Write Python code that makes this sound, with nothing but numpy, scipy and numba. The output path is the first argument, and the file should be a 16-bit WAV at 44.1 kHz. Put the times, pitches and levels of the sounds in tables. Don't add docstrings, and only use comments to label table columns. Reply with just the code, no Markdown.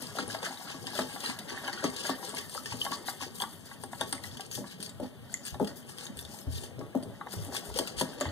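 import sys
import numpy as np
from scipy import signal
from scipy.fft import rfft, irfft, next_fast_len
from scipy.io import wavfile
from scipy.ndimage import uniform_filter1d
from numba import njit

SR = 44100
rng = np.random.default_rng(int(sys.argv[2]) if len(sys.argv) > 2 else 0)


def output_pcm(signal):
    pcm = np.clip(np.atleast_2d(signal).T, -1, 1) * 32767
    wavfile.write(sys.argv[1], SR, np.round(pcm).astype(np.int16))


N = 366471
SIZE = next_fast_len(N + SR)
HZ = np.maximum(np.fft.rfftfreq(SIZE, 1 / SR), 1)
TIME = np.arange(N) / SR

# time in s, level in dB, most favoured pitch in Hz, hardness 0-1.
BOWL_KNOCKS = [(0.016, -36, 267, 0.34), (0.167, -30.5, 566, 0.36), (0.188, -23.5, 280, 0.5),
               (0.221, -34, 265, 0.2), (0.273, -31, 414, 0.24), (0.344, -33.5, 626, 0.8),
               (0.425, -35.5, 441, 0.64), (0.491, -37, 262, 0.06), (0.741, -34.5, 260, 0),
               (0.85, -36.5, 239, 0.1), (0.953, -34.5, 633, 0.4), (0.9887, -23, 573, 0.82),
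               (0.997, -30, 273, 0), (1.131, -35, 244, 0.3), (1.232, -35.5, 236, 0.6),
               (1.293, -39, 258, 0.3), (1.39, -35.5, 199, 0.1), (1.558, -40, 363, 0.6),
               (1.636, -37, 596, 0.5), (1.679, -34, 245, 0.54), (1.827, -28, 608, 0.2),
               (1.84, -19, 279, 0.34), (2.051, -39, 619, 0.86), (2.0926, -23, 282, 0.64),
               (2.214, -39, 237, 0.4), (2.331, -32, 660, 0.28), (2.629, -41, 205, 0.1),
               (2.733, -32, 233, 0.16), (2.907, -32, 249, 0.57), (3.082, -44, 620, 0.4),
               (3.215, -36, 256, 0.34), (3.26, -34, 380, 0), (3.42, -34.5, 228, 0.6),
               (3.837, -35, 243, 0.5), (4.0077, -25, 640, 0.28), (4.126, -34, 285, 0.3),
               (4.576, -26, 237, 0.09), (4.597, -36.5, 239, 0), (4.791, -35.5, 202, 0.1),
               (4.998, -23.5, 520, 0.36), (5.018, -29, 272, 0.12), (5.552, -34, 199, 0.6),
               (5.5993, -21.5, 404, 0.63), (5.605, -15, 249, 0.18), (6.47, -35.5, 270, 0.2),
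               (6.784, -31, 276, 0.2), (6.803, -31.5, 500, 0.3), (6.82, -36, 300, .15),
               (6.9485, -15.5, 249, 0.39), (7.025, -35, 300, 0), (7.06, -39.5, 270, .1),
               (7.367, -35, 170, 0.1), (7.477, -39, 275, 0), (7.525, -31.5, 385, 0.35),
               (7.575, -36.5, 369, 0.56), (7.787, -25.5, 590, 0.35), (7.793, -24, 343, 0),
               (8.008, -18.5, 544, 0.17), (8.209, -22, 560, 0.57)]
# time in s, level in dB, pitch in Hz, t60 in s.
TABLE_THUMPS = [(0.27, -41, 108, 0.3), (2.718, -36.5, 115, 0.22), (4.562, -39, 127.4, 0.28),
                (5.204, -40.5, 111, 0.17), (5.52, -34, 77.6, 0.2), (6.158, -43, 77, 0.29),
                (6.235, -45, 79, 0.29), (6.468, -26, 79, 0.29), (6.534, -33.5, 88.6, 0.45),
                (6.775, -30, 129, 0.12), (7.072, -38, 109, 0.18), (7.365, -31, 100.5, 0.25),
                (7.4, -31.5, 94.3, 0.28), (7.68, -39, 62.4, 0.56), (7.966, -38, 62, 0.22),
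                (8.258, -29.5, 88, 0.31)]
# nominal pitch in Hz, relative level in dB, nominal t60 in s.
WALL_MODES = [(713, -12, 0.042), (792, 0, 0.085), (927, 2, 0.041), (1127, -5, 0.11), (1260, -18, 0.19),
              (1394, -8.5, 0.082), (1653, -1, 0.057), (1776, -0.5, 0.021), (2082, 0, 0.033),
              (3370, -35, 0.021), (3790, -5, 0.032)]
# nominal pitch in Hz, relative level in dB, nominal t60 in s.
BELLY_MODES = [(168.4, -3, 0.162), (207.3, -1.5, 0.16), (259.4, -4, 0.16), (284, 2.5, 0.073),
               (363.4, -6, 0.14), (442, -2.5, 0.12), (498, -8, 0.15), (577, 4.5, 0.048), (639, 2.5, 0.093),
               (804, -1, 0.08), (884, -8.5, 0.22), (1080, -15, 0.079)]
# frequency in Hz, relative gain in dB.
CONTACT_COLOUR = [(1200, -17.5), (1800, -10), (2300, -15), (2800, -6), (3300, -5), (3950, -11.5),
                  (4650, -3), (5800, -11), (7000, -9), (7700, -11.5), (8700, -8), (10800, -13.5),
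                  (12000, -14.5), (13200, -16.5), (15500, -22.5)]
# time in s, then levels in dB of wall rub, slosh and table rumble.
STIRRING = [(0, -46.5, -47, -45), (.45, -40.5, -69, -63.5), (.8, -46.5, -46, -51), (1.3, -41.5, -54, -55),
            (1.7, -41, -48, -51.5), (2.25, -40.5, -48.5, -56.5), (2.55, -52, -55, -50),
            (2.9, -46.5, -43, -52), (3.3, -49, -60, -49), (3.7, -60, -54.5, -53.5), (4.15, -48, -51.5, -46),
            (4.7, -68, -52, -56), (5.2, -63.5, -54.5, -48), (6.1, -52, -51.5, -50), (6.55, -65, -46.5, -53),
            (6.73, -56, -48.5, -46), (7.05, -60, -44.5, -47), (7.17, -67, -50, -56), (7.4, -48, -46.5, -50),
            (8.31, -44.5, -42.5, -54)]

BLOW_SCATTER_DB = 2.0
DETUNE = .025


def undb(db):
    return 10 ** (np.asarray(db) / 20)


def unit(x):
    return x / np.sqrt(np.mean(x ** 2))


def together(levels_db):
    return 10 * np.log10(np.sum(undb(levels_db) ** 2, axis=0))


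def across(table):
    hz, value = np.transpose(table)
    return np.interp(np.log(HZ), np.log(hz), value)


def along(table):
    s, *columns = np.transpose(table)
    return [np.interp(TIME, s, column) for column in columns]


def walk(rate_hz):
    hold = int(SR / rate_hz)
    steps = np.repeat(rng.standard_normal(N // hold + 1), hold)
    return unit(uniform_filter1d(uniform_filter1d(steps, hold), hold)[:N])


def grit(rate_hz, spread_db):
    hit = rng.random(N) < rate_hz / SR
    force = rng.standard_normal(N) * undb(spread_db * rng.exponential(size=N))
    return unit(hit * force)


def band(x, hz, octaves):
    edges_hz = np.clip(hz * 2 ** np.array([-octaves / 2, octaves / 2]), 20, .45 * SR)
    return signal.sosfilt(signal.butter(2, edges_hz, "bandpass", fs=SR, output="sos"), x)


def between(x, low_hz, high_hz):
    return signal.sosfilt(signal.butter(3, [low_hz, high_hz], "bandpass", fs=SR, output="sos"), x)


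def colour(x, table):
    hz, db = np.transpose(table)
    grid_hz = np.linspace(1, SR / 2, 2049)
    log_gain = np.interp(np.log(grid_hz), np.log(hz), db) * np.log(10) / 20
    cepstrum = irfft(log_gain)
    cepstrum[1:2048] *= 2
    cepstrum[2049:] = 0
    kernel = irfft(np.exp(rfft(cepstrum)))
    return signal.fftconvolve(x, kernel / np.sqrt(np.sum(kernel ** 2)))[:N]


def ring(x, hz, t60_s):
    p = np.exp(2j * np.pi * hz / SR - np.log(1000) / (t60_s * SR))
    return signal.lfilter([0, p.imag], [1, -2 * p.real, abs(p) ** 2], x)


@njit
def grains(start, size, hz, glide, t60, attack):
    out = np.zeros(N + SR)
    for k in range(len(start)):
        z = size[k] + 0j
        p = np.exp(2j * np.pi * hz[k] / SR - np.log(1000) / (t60[k] * SR))
        turn = np.exp(4j * np.pi * hz[k] * glide[k] / SR ** 2)
        gap, close = 1., np.exp(-1 / (attack[k] * SR))
        for i in range(start[k], start[k] + min(int(t60[k] * SR), SR)):
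            out[i] += z.imag * (1 - gap)
            z, p, gap = z * p, p * turn, gap * close
    return out[:N]


def blips(s, db, hz, glide, t60_s, attack_s=0.00054):
    start = (s * SR).astype(np.int64)
    return grains(start, undb(db), hz, glide, t60_s, np.full(len(s), attack_s))


def strike(s, size, modes, scatter_db, near_hz=None, favour_db=0., swell_turns=.01):
    hz, db, t60_s = np.transpose(modes)
    share, shift, damp = rng.standard_normal((3, len(s), len(modes)))
    favour = 0
    if near_hz is not None:
        favour = favour_db * np.exp(-(np.log2(hz / near_hz[:, None]) / 0.24) ** 2)
    sign = (-1) ** np.arange(len(modes))
    gain = size[:, None] * undb(db + favour + scatter_db * share) * sign
    start = np.repeat(np.clip((s * SR).astype(np.int64), 0, N - 1), len(modes))
    mode_hz = (hz * (1 + DETUNE * shift)).ravel()
    mode_t60_s = (t60_s * undb(1.9 * damp)).ravel()
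    attack_s = np.tile(swell_turns / hz, len(s))
    return grains(start, gain.ravel(), mode_hz, np.zeros(len(start)), mode_t60_s, attack_s)


def faint(level_db, low_hz, high_hz, count):
    when, loud, size = rng.random((count, 3)).T
    s = when * TIME[-1]
    db = np.interp(s, TIME, level_db) + 3.4 * (loud - 1)
    return np.transpose([s, db, low_hz * (high_hz / low_hz) ** size])


def dying(table, offset_db, t60_s):
    s, db = np.transpose(table)[:2]
    push = np.zeros(N)
    np.add.at(push, (s * SR).astype(int), undb(db + offset_db))
    return 20 * np.log10(signal.lfilter([1], [1, -undb(-60 / (t60_s * SR))], push) + 1e-9)


def strokes():
    # start of the hold in s, hold in s, chatter level in dB, brightness in dB per octave.
    stroke_rows = [(0.025, 0.0036, -37, 0.5), (0.18, 0.031, -37, -4), (0.302, 0.05, -38.5, 1),
                   (0.439, 0.029, -37, -5), (0.525, 0.098, -52, 0), (0.68, 0.053, -39.5, -3),
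                   (0.87, 0.036, -39.5, -2.5), (0.962, 0.046, -31.5, -2), (1.087, 0.13, -42.5, -0.2),
                   (1.24, 0.062, -32.5, -3), (1.395, 0.001, -47.5, -14), (1.497, 0.095, -39.5, -4.5),
                   (1.643, 0.052, -40.5, -4), (1.724, 0.081, -43.5, -8.5), (1.849, 0.0025, -31, -4.5),
                   (1.943, 0.068, -39.5, -2.5), (2.045, 0.068, -34.5, -3), (2.25, 0.052, -37.5, -0.5),
                   (2.374, 0.018, -35, -2.5), (2.53, 0.044, -39.5, 1.5), (2.659, 0.071, -39, -3),
                   (2.81, 0.047, -38, 4.5), (2.915, 0.024, -36.5, -1.5), (3.068, 0.035, -38.5, 4.5),
                   (3.221, 0.014, -34, -0.7), (3.359, 0.062, -42, 4.5), (3.496, 0.04, -46.5, 4.5),
                   (3.662, 0.079, -46.5, 0), (3.807, 0.031, -50, 5), (3.928, 0.054, -48.5, 5),
                   (4.011, 0.018, -40.5, -3), (4.074, 0.028, -46, 6.5), (4.146, 0.001, -38.5, 0),
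                   (4.244, 0.022, -40, 1.5), (4.32, 0.12, -47, -0.5), (4.535, 0.026, -35.5, 4),
                   (4.67, 0.054, -44, -1), (4.82, 0.036, -41.5, 2), (5.035, 0.029, -50.5, -1.5),
                   (5.323, 0.019, -46, 3.5), (5.46, 0.018, -38.5, 0.5), (5.671, 0.016, -46, -2),
                   (5.77, 0.029, -49, 6.5), (5.898, 0.014, -43, 1.5), (5.99, 0.055, -39, 0),
                   (6.178, 0.014, -43, 2.5), (6.255, 0.055, -53, -1), (6.31, 0.098, -46, 4.5),
                   (6.524, 0.06, -41.5, 2), (6.633, 0.004, -39, -0.5), (7.329, 0.002, -33.5, 2),
                   (7.427, 0.038, -45.5, 3), (7.551, 0.0061, -32, 1), (7.64, 0.061, -45.5, 2.5),
                   (7.772, 0.012, -31.5, 0.5), (7.876, 0.006, -38, -0.5), (8, 0.002, -30.5, -1),
                   (8.11, 0.034, -47, 2), (8.213, 0.054, -40.5, -7)]
    # time in s, level in dB, brightness in dB per octave.
    lull_rows = [(0, -45, 0), (1.4, -50.5, 6), (2.8, -48, 5.5), (4.15, -69, 2), (5.1, -62.5, 5.5),
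                 (5.9, -59, -1), (6.9, -63, 0.5), (8.31, -50.5, -3)]
    rise_db_per_s, fall_db_per_s = 493, 312
    lull_db, lull_tilt_db = along(lull_rows)
    power = undb(lull_db) ** 2
    tilt = power * lull_tilt_db
    for s, hold_s, db, tilt_db in stroke_rows:
        near = slice(max(int((s - .3) * SR), 0), int((s + .5) * SR))
        late_s = TIME[near] - s
        slope_db = np.maximum(-late_s * rise_db_per_s, (late_s - hold_s) * fall_db_per_s)
        swell = undb(db - np.maximum(0, slope_db)) ** 2
        power[near] += swell
        tilt[near] += swell * tilt_db
    return 10 * np.log10(power), tilt / power


def hush():
    # frequency in Hz, relative gain in dB.
    hush_colour = [(24, -49), (45, -38), (106, 0.5), (241, 7), (309, -6), (1680, -14.5), (2510, -17.5),
                   (3300, -12.5), (5000, -30), (7710, -32), (8730, -21.5), (15500, -29)]
    return undb(-51) * colour(rng.standard_normal(N), hush_colour)


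def tail(t60_s):
    t = np.arange(int(t60_s * SR)) / SR
    echoes = rng.standard_normal(len(t)) * undb(-60 * t / t60_s)
    return echoes / np.sqrt(np.sum(echoes ** 2))


def reverb(x):
    gap_s, t60_s, room_db = .006, 0.29, -10.5
    echoes = np.r_[np.zeros(int(gap_s * SR)), tail(t60_s)]
    return undb(room_db) * signal.fftconvolve(x, echoes)[:N]


def shaking():
    waver_db, knock_shake_db, thump_shake_db, shake_t60_s = 3, -26.5, -5.5, 0.38
    return together([along(STIRRING)[2] + waver_db * walk(15),
                     dying(BOWL_KNOCKS, knock_shake_db, shake_t60_s),
                     dying(TABLE_THUMPS, thump_shake_db, shake_t60_s)])


def rumble():
    # frequency in Hz, relative gain in dB.
    rumble_colour = [(20, -75), (40, -37), (60, -19.5), (90, -2.5), (130, -2), (180, -13.5), (300, -49)]
    opposed = .2
    shake = undb(shaking())
    common, left, right = (colour(grit(300, 0.77) * shake, rumble_colour) for _ in range(3))
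    against = np.sqrt(opposed) * np.array([common, -common])
    separate = np.sqrt(1 - opposed) * np.array([left, right])
    return undb(-6.0) * (against + separate)


def thumps():
    attack_s, mean_lag_rad, lag_spread_rad = 0.005, 1.7, 0.7
    out, t = np.zeros((2, N + SR)), np.arange(SR // 2) / SR
    lag = mean_lag_rad + lag_spread_rad * rng.standard_normal((len(TABLE_THUMPS), 2, 1, 1))
    phases = np.array([[0], [-1]]) * lag
    for (s, db, hz, t60_s), (first, second) in zip(TABLE_THUMPS, phases):
        start = int(s * SR)
        shape = undb(db + 2.0 - 60 * t / t60_s) * (1 - np.exp(-t / attack_s))
        swing = np.sin(2 * np.pi * hz * t + first)
        swing = swing + 0.33 * np.sin(2 * np.pi * 1.394 * hz * t + second)
        out[:, start:start + len(t)] += shape * swing
    return out[:, :N]


def gurgle(rub_db, count=1500):
    when, size, loud, rise = rng.random((count, 4)).T
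    s, hz = when * TIME[-1], 220 * 2 ** (3.163 * size)
    db = np.interp(s, TIME, rub_db) - 4.01 * np.log(1 - loud) - 7.5
    return between(blips(s, db, hz, 10 * rise, np.clip(30 / hz, .005, .08)), 150, 4800)


def batter():
    # frequency in Hz, relative gain in dB.
    slosh_colour = [(100, -30.5), (170, 2), (260, 4), (400, 3.5), (600, -5), (1000, -16.5), (2000, -28)]
    stroke_share = 0.44
    wash_db, wash_t60_s = -17.5, 0.36
    rub_db, slosh_db = along(STIRRING)[:2]
    stroke_db = strokes()[0]
    rub_db = rub_db + stroke_share * (stroke_db - uniform_filter1d(stroke_db, SR // 3))
    slosh_db = together([slosh_db, dying(BOWL_KNOCKS, wash_db, wash_t60_s)])
    wall = sum(undb(db) * ring(grit(1500, 3.1) * undb(rub_db), hz, 0.5 * t60_s)
               for hz, db, t60_s in WALL_MODES)
    lumps = grit(900, 2.1) * undb(slosh_db)
    belly = sum(undb(db) * ring(lumps, hz, t60_s) for hz, db, t60_s in BELLY_MODES)
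    slosh = undb(-4.0) * colour(lumps, slosh_colour)
    return gurgle(rub_db) + undb(-31.0) * wall + slosh + undb(-40.5) * belly


def droplets(count=2500):
    when, size, loud, rise = rng.random((count, 4)).T
    s, hz = when * TIME[-1], 2800 * 2 ** (1.9 * size)
    db = np.interp(s, TIME, strokes()[0]) - 4.14 * np.log(1 - loud) - 9
    return blips(s, db, hz, 12 * rise, np.clip(60 / hz, .003, .05))


def knocks():
    lead_s, front_late_s, bounce_late_s = 0.00052, 0.00147, 0.00783
    front_db, front_hz, front_t60_s = 6.5, 611, 0.012
    swell_turns = 1.5
    s, db, hz, hard = np.transpose(BOWL_KNOCKS)
    s, hard = s - lead_s, np.clip(hard, .01, 1)

    def blow(at_s, size, favour_db):
        return strike(at_s, size, BELLY_MODES, BLOW_SCATTER_DB, hz, favour_db, swell_turns)

    sharp = blow(s, hard * undb(db - 8.5), 9.3)
    dull = blow(s, (1 - hard) * undb(db - 9.0), 10.6)
    bounce = blow(s + bounce_late_s, undb(db - 18.0), 6.5)
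    front = blips(s + front_late_s, db + front_db + 10 * np.log10(hard),
                  front_hz + 0 * s, 0 * s, front_t60_s + 0 * s)
    return between(front, 180, 2500) + between(sharp, 186, 1070) + between(dull + bounce, 141, 540)


def taps():
    # time in s, level in dB, pocket pitch in Hz, pocket share 0-1.
    tap_rows = [(.153, -31, 660, 0.8), (.169, -29, 720, 0.5), (.186, -19.5, 1390, 0.48),
                (.346, -27.5, 760, 0.14), (.428, -35, 960, 0.2), (0.487, -38, 910, 0.8),
                (0.609, -36, 850, 0.27), (.701, -35.5, 900, 0.4), (.842, -35, 780, 0.7),
                (.874, -33, 799, 0.26), (.933, -30, 830, 0.7), (.99, -23.5, 1210, 0.3),
                (1.123, -40, 790, 0.2), (1.161, -27, 814, 0.5), (1.239, -33.5, 880, 0.3),
                (1.297, -34, 980, 0.6), (1.503, -36.5, 1660, 0.7), (1.68, -24.5, 1790, 0.1),
                (1.694, -29, 1490, 0.4), (1.776, -33, 1460, .93), (1.824, -32, 1540, 0.8),
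                (1.842, -20, 1136, 0.57), (2.049, -30, 1550, 0.03), (2.094, -22, 1127, 0.65),
                (2.227, -34, 766, 0), (2.341, -33, 980, 0.4), (2.37, -31, 2120, 0.8),
                (2.548, -30.5, 810, 0.16), (2.577, -28.5, 1287, 0.96), (2.658, -34.5, 1780, 1),
                (2.721, -32, 940, 0.16), (2.852, -30, 730, 0.55), (2.864, -25.5, 1090, 0.26),
                (2.92, -25.5, 1070, 0.26), (3.083, -22, 770, 0.24), (3.207, -34, 1060, 0.5),
                (3.224, -24.5, 840, 0.45), (3.404, -32, 840, 0.04), (3.421, -23.5, 870, 0.34),
                (3.437, -27, 1030, 0.26), (3.713, -37, 1120, 0.02), (3.836, -29.5, 865, 0.6),
                (3.931, -26.5, 795, 0.5), (4.013, -21, 873, 0.6), (4.127, -28.5, 1160, 0),
                (4.241, -32, 1960, 0.8), (4.395, -31, 764, 0.4), (4.574, -34.5, 820, 0.33),
                (4.641, -39, 1010, 0.3), (5.045, -37.5, 795, 0.86), (5.341, -32.5, 2017, 1),
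                (5.544, -29.5, 810, 0.68), (5.599, -21, 840, 0.9), (5.892, -42.5, 1680, 0.3),
                (6.782, -43, 825, 0.45), (6.81, -36.5, 1160, 0.27), (6.951, -34, 770, 0.6),
                (7.2106, -26.5, 1190, 0.53), (7.269, -28, 825, 0.67), (7.524, -33, 825, 0.6),
                (7.548, -29, 855, 0.7), (7.773, -35, 795, 0.9), (7.788, -26, 915, 0.5),
                (8.011, -21, 954, 0.7), (8.211, -22.5, 1160, 0.52), (8.255, -23.5, 860, 0.5)]
    crack_db, crack_t60_s = -1, .007
    soft = faint(along(STIRRING)[0] + 4, 660, 1730, count=20)
    s, db, hz, pocket = np.vstack([np.c_[soft, np.full(len(soft), .55)], tap_rows]).T
    pocket, same = np.clip(pocket, .01, 1), np.ones(len(s))
    wall = strike(s, (1 - pocket) * undb(db - 7.0), WALL_MODES, BLOW_SCATTER_DB, hz, 6.4)
    crack = blips(s, db + crack_db, hz, 0 * s, crack_t60_s * same)
    pop = blips(s, db + 2.5 + 20 * np.log10(pocket), hz, 0.67 * same, 0.037 * same)
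    return between(crack + pop, 290, 6400) + between(wall, 645, 6400)


def snaps():
    # time in s, level in dB, pitch in Hz.
    snap_rows = [(1.841, -16, 6500), (2.658, -43, 9100), (3.419, -32, 8930), (4.0116, -17.5, 9200),
                 (4.127, -38, 8700), (4.8274, -35, 8950), (5.341, -8, 7100), (7.788, -29, 9350),
                 (8.0104, -16, 6650)]
    s, db, hz = np.transpose(snap_rows)
    return blips(s, db, hz, 0 * s, 0.0043 + 0 * s, attack_s=0.00018)


def ticks():
    # time in s, level in dB, loudest pitch in Hz.
    tick_rows = [(0.021, -38, 8950), (.0692, -33.5, 4650), (0.1859, -28.5, 3800), (0.2906, -39, 4100),
                 (0.4296, -30, 3280), (0.456, -32, 3300), (0.7134, -34, 3300), (0.869, -30, 4760),
                 (0.952, -29.5, 3480), (0.978, -29, 3230), (0.989, -27, 3470), (1.0865, -38, 8640),
                 (1.205, -30.5, 3570), (1.2352, -35, 4550), (1.26, -26.5, 4200), (1.3889, -27.5, 3720),
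                 (1.677, -29, 3170), (1.73, -30.5, 4630), (1.841, -27, 6140), (1.9633, -28.5, 4060),
                 (2.0023, -38, 8550), (2.047, -37, 4630), (2.0664, -27.5, 6800), (2.0928, -29.5, 3550),
                 (2.348, -33.5, 9250), (2.369, -33, 4040), (2.4954, -35.5, 8600), (2.54, -34, 8800),
                 (2.659, -29, 3080), (2.7253, -31, 2760), (2.8499, -25.5, 2990), (2.916, -30, 3040),
                 (3.0796, -32.5, 3800), (3.213, -30, 2830), (3.401, -28.5, 3180), (3.4201, -22.5, 3310),
                 (3.8364, -34, 8950), (4.0107, -23.5, 3540), (4.1261, -21.5, 8650), (4.153, -44, 8850),
                 (4.238, -32, 4100), (4.3708, -33, 3120), (4.4074, -29, 3000), (4.5135, -30, 6700),
                 (4.527, -35, 6000), (4.555, -33, 3500), (4.803, -34, 3360), (4.827, -30, 9300),
                 (4.8617, -33, 4660), (4.894, -37, 7400), (5, -46.5, 9300), (5.341, -36, 6850),
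                 (5.452, -33, 8600), (5.4808, -33, 6700), (5.5427, -39.5, 3700), (5.597, -42, 8500),
                 (5.6455, -34, 3100), (5.6737, -30.5, 4870), (5.893, -41, 9000), (5.9836, -33, 3240),
                 (6.067, -34, 3650), (6.171, -39.5, 8700), (6.1903, -30.5, 3540), (6.25, -36, 3500),
                 (6.314, -52, 8400), (6.388, -36, 6530), (6.5316, -37.5, 8700), (6.581, -35, 3500),
                 (6.638, -38.5, 6000), (6.792, -44, 5200), (7.026, -41, 8700), (7.034, -41, 8600),
                 (7.31, -40, 4400), (7.32, -40, 4800), (7.424, -42, 3540), (7.543, -34, 3460),
                 (7.5661, -22.5, 3370), (7.6916, -42, 9000), (7.7405, -32, 3180), (7.775, -28, 9200),
                 (7.788, -16, 3220), (7.874, -28.5, 2800), (7.9982, -25.5, 9800), (8.012, -18.5, 3160),
                 (8.2012, -36, 8850), (8.2099, -23, 7000)]
    # nominal pitch in Hz, relative level in dB, nominal t60 in s.
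    wire_modes = [(4566, 0.5, 0.041), (5550, -8.5, 0.023), (6540, -37, 0.043), (8580, 5, 0.012),
                  (9760, -36, .04)]
    burst_t60_s, burst_attack_s = 0.033, 0.0022
    snap_t60_s, snap_attack_s, snap_db, click_db = 0.005, 0.0001, 2, 9
    soft = faint(strokes()[0] - 2, 3500, 9900, count=30)
    rows = np.vstack([soft, tick_rows])
    t = np.arange(SR // 10) / SR
    noises = rng.standard_normal((len(rows), len(t)))
    broad, pitched = np.zeros((2, N + SR))
    shape = undb(-60 * t / burst_t60_s) * (1 - np.exp(-t / burst_attack_s))
    snap = undb(snap_db - 60 * t / snap_t60_s) * np.minimum(t / snap_attack_s, 1)
    for (s, db, hz), noise in zip(rows, noises):
        burst, start = noise * undb(db), int(s * SR)
        span = slice(start, start + len(t))
        broad[start] += undb(db + click_db)
        broad[span] += burst * (shape + 0.91 * snap)
        pitched[span] += band(burst * (shape + snap), hz, 0.25)
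    s, db = rows.T[:2]
    wires = strike(s, undb(db - 13.5), wire_modes, 0.95)
    return undb(-2.0) * colour(broad[:N], CONTACT_COLOUR) + undb(9.0) * pitched[:N] + wires


def chatter():
    clump_db, flicker_db = 2, 2.4
    spray_spread_db, contact_spread_db = 2.7, 2.4
    chatter_db, tilt_db = strokes()
    chatter_db = chatter_db + clump_db * walk(120)
    out, contacts = np.zeros(N), grit(700, contact_spread_db)
    for hz in 1500 * 2 ** np.arange(0, 3.6, .5):
        swell_db = chatter_db + tilt_db * np.log2(hz / 5000) + flicker_db * walk(30)
        spray = grit(9000, spray_spread_db)
        out += undb(swell_db) * band(spray + 0.85 * contacts, hz, 0.62)
    return undb(-5.0) * colour(out, CONTACT_COLOUR)


def ports(wash, blows):
    # frequency in Hz, left minus right in dB.
    level_gap = [(60, 1.2), (340, 1.7), (520, 4.1), (800, 4.1), (1400, .5), (1750, 0.2), (2250, .8),
                 (2550, 1.5), (2800, 5.5), (3400, 4.2), (4600, 4), (6500, 6), (8600, 3), (11000, 10),
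                 (15000, 14)]
    # frequency in Hz, lead of the left port in radians.
    phase_lead = [(0, 0), (1400, 0), (1720, .8), (1980, 2.1), (2240, 2.9), (2580, 3.2), (2760, 3.4),
                  (3450, 5.6), (7750, 15.6), (8600, 18.2), (16000, 35)]
    # frequency in Hz, unrelated share of power 0-1 for the wash.
    loose_share = [(60, 1), (125, 1), (500, 0.85), (780, 0.4), (1200, 0.049), (1850, 0.85), (2200, .04),
                   (2450, .015), (2700, .05), (3200, 0.7), (4800, 0.52), (8700, 0.65), (10500, .95),
                   (15000, 1)]
    firm = .4
    share = across(loose_share)
    soft, hard = (rfft(x, SIZE) * undb(-across(level_gap)) for x in (wash, blows))
    lead_rad = np.interp(HZ, *np.transpose(phase_lead))
    direct = soft * np.sqrt(1 - share) + hard * np.sqrt(1 - share * firm)
    right = irfft(direct * np.exp(-1j * lead_rad), SIZE)[:N]
    stray = np.sqrt(share) * (soft + hard * np.sqrt(firm))
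    weights = np.array([walk(25) for _ in range(4)])
    weights /= np.sqrt(np.sum(weights ** 2, axis=0))
    for weight in weights:
        right += weight * irfft(stray * rfft(tail(0.063), SIZE), SIZE)[:N]
    return np.array([wash + blows, right])


def scene():
    wash = batter() + droplets() + chatter()
    blows = knocks() + taps() + snaps() + ticks()
    airborne = ports(wash + reverb(wash + blows) + hush(), blows)
    return airborne + undb([[1.2], [-1.2]]) * (rumble() + thumps())


def record(dry):
    thin = signal.sosfilt(signal.butter(2, 45, "highpass", fs=SR, output="sos"), dry)
    return signal.sosfilt(signal.ellip(10, .2, 70, 15500, fs=SR, output="sos"), thin)


dry = scene()
out = record(dry)
output_pcm(out)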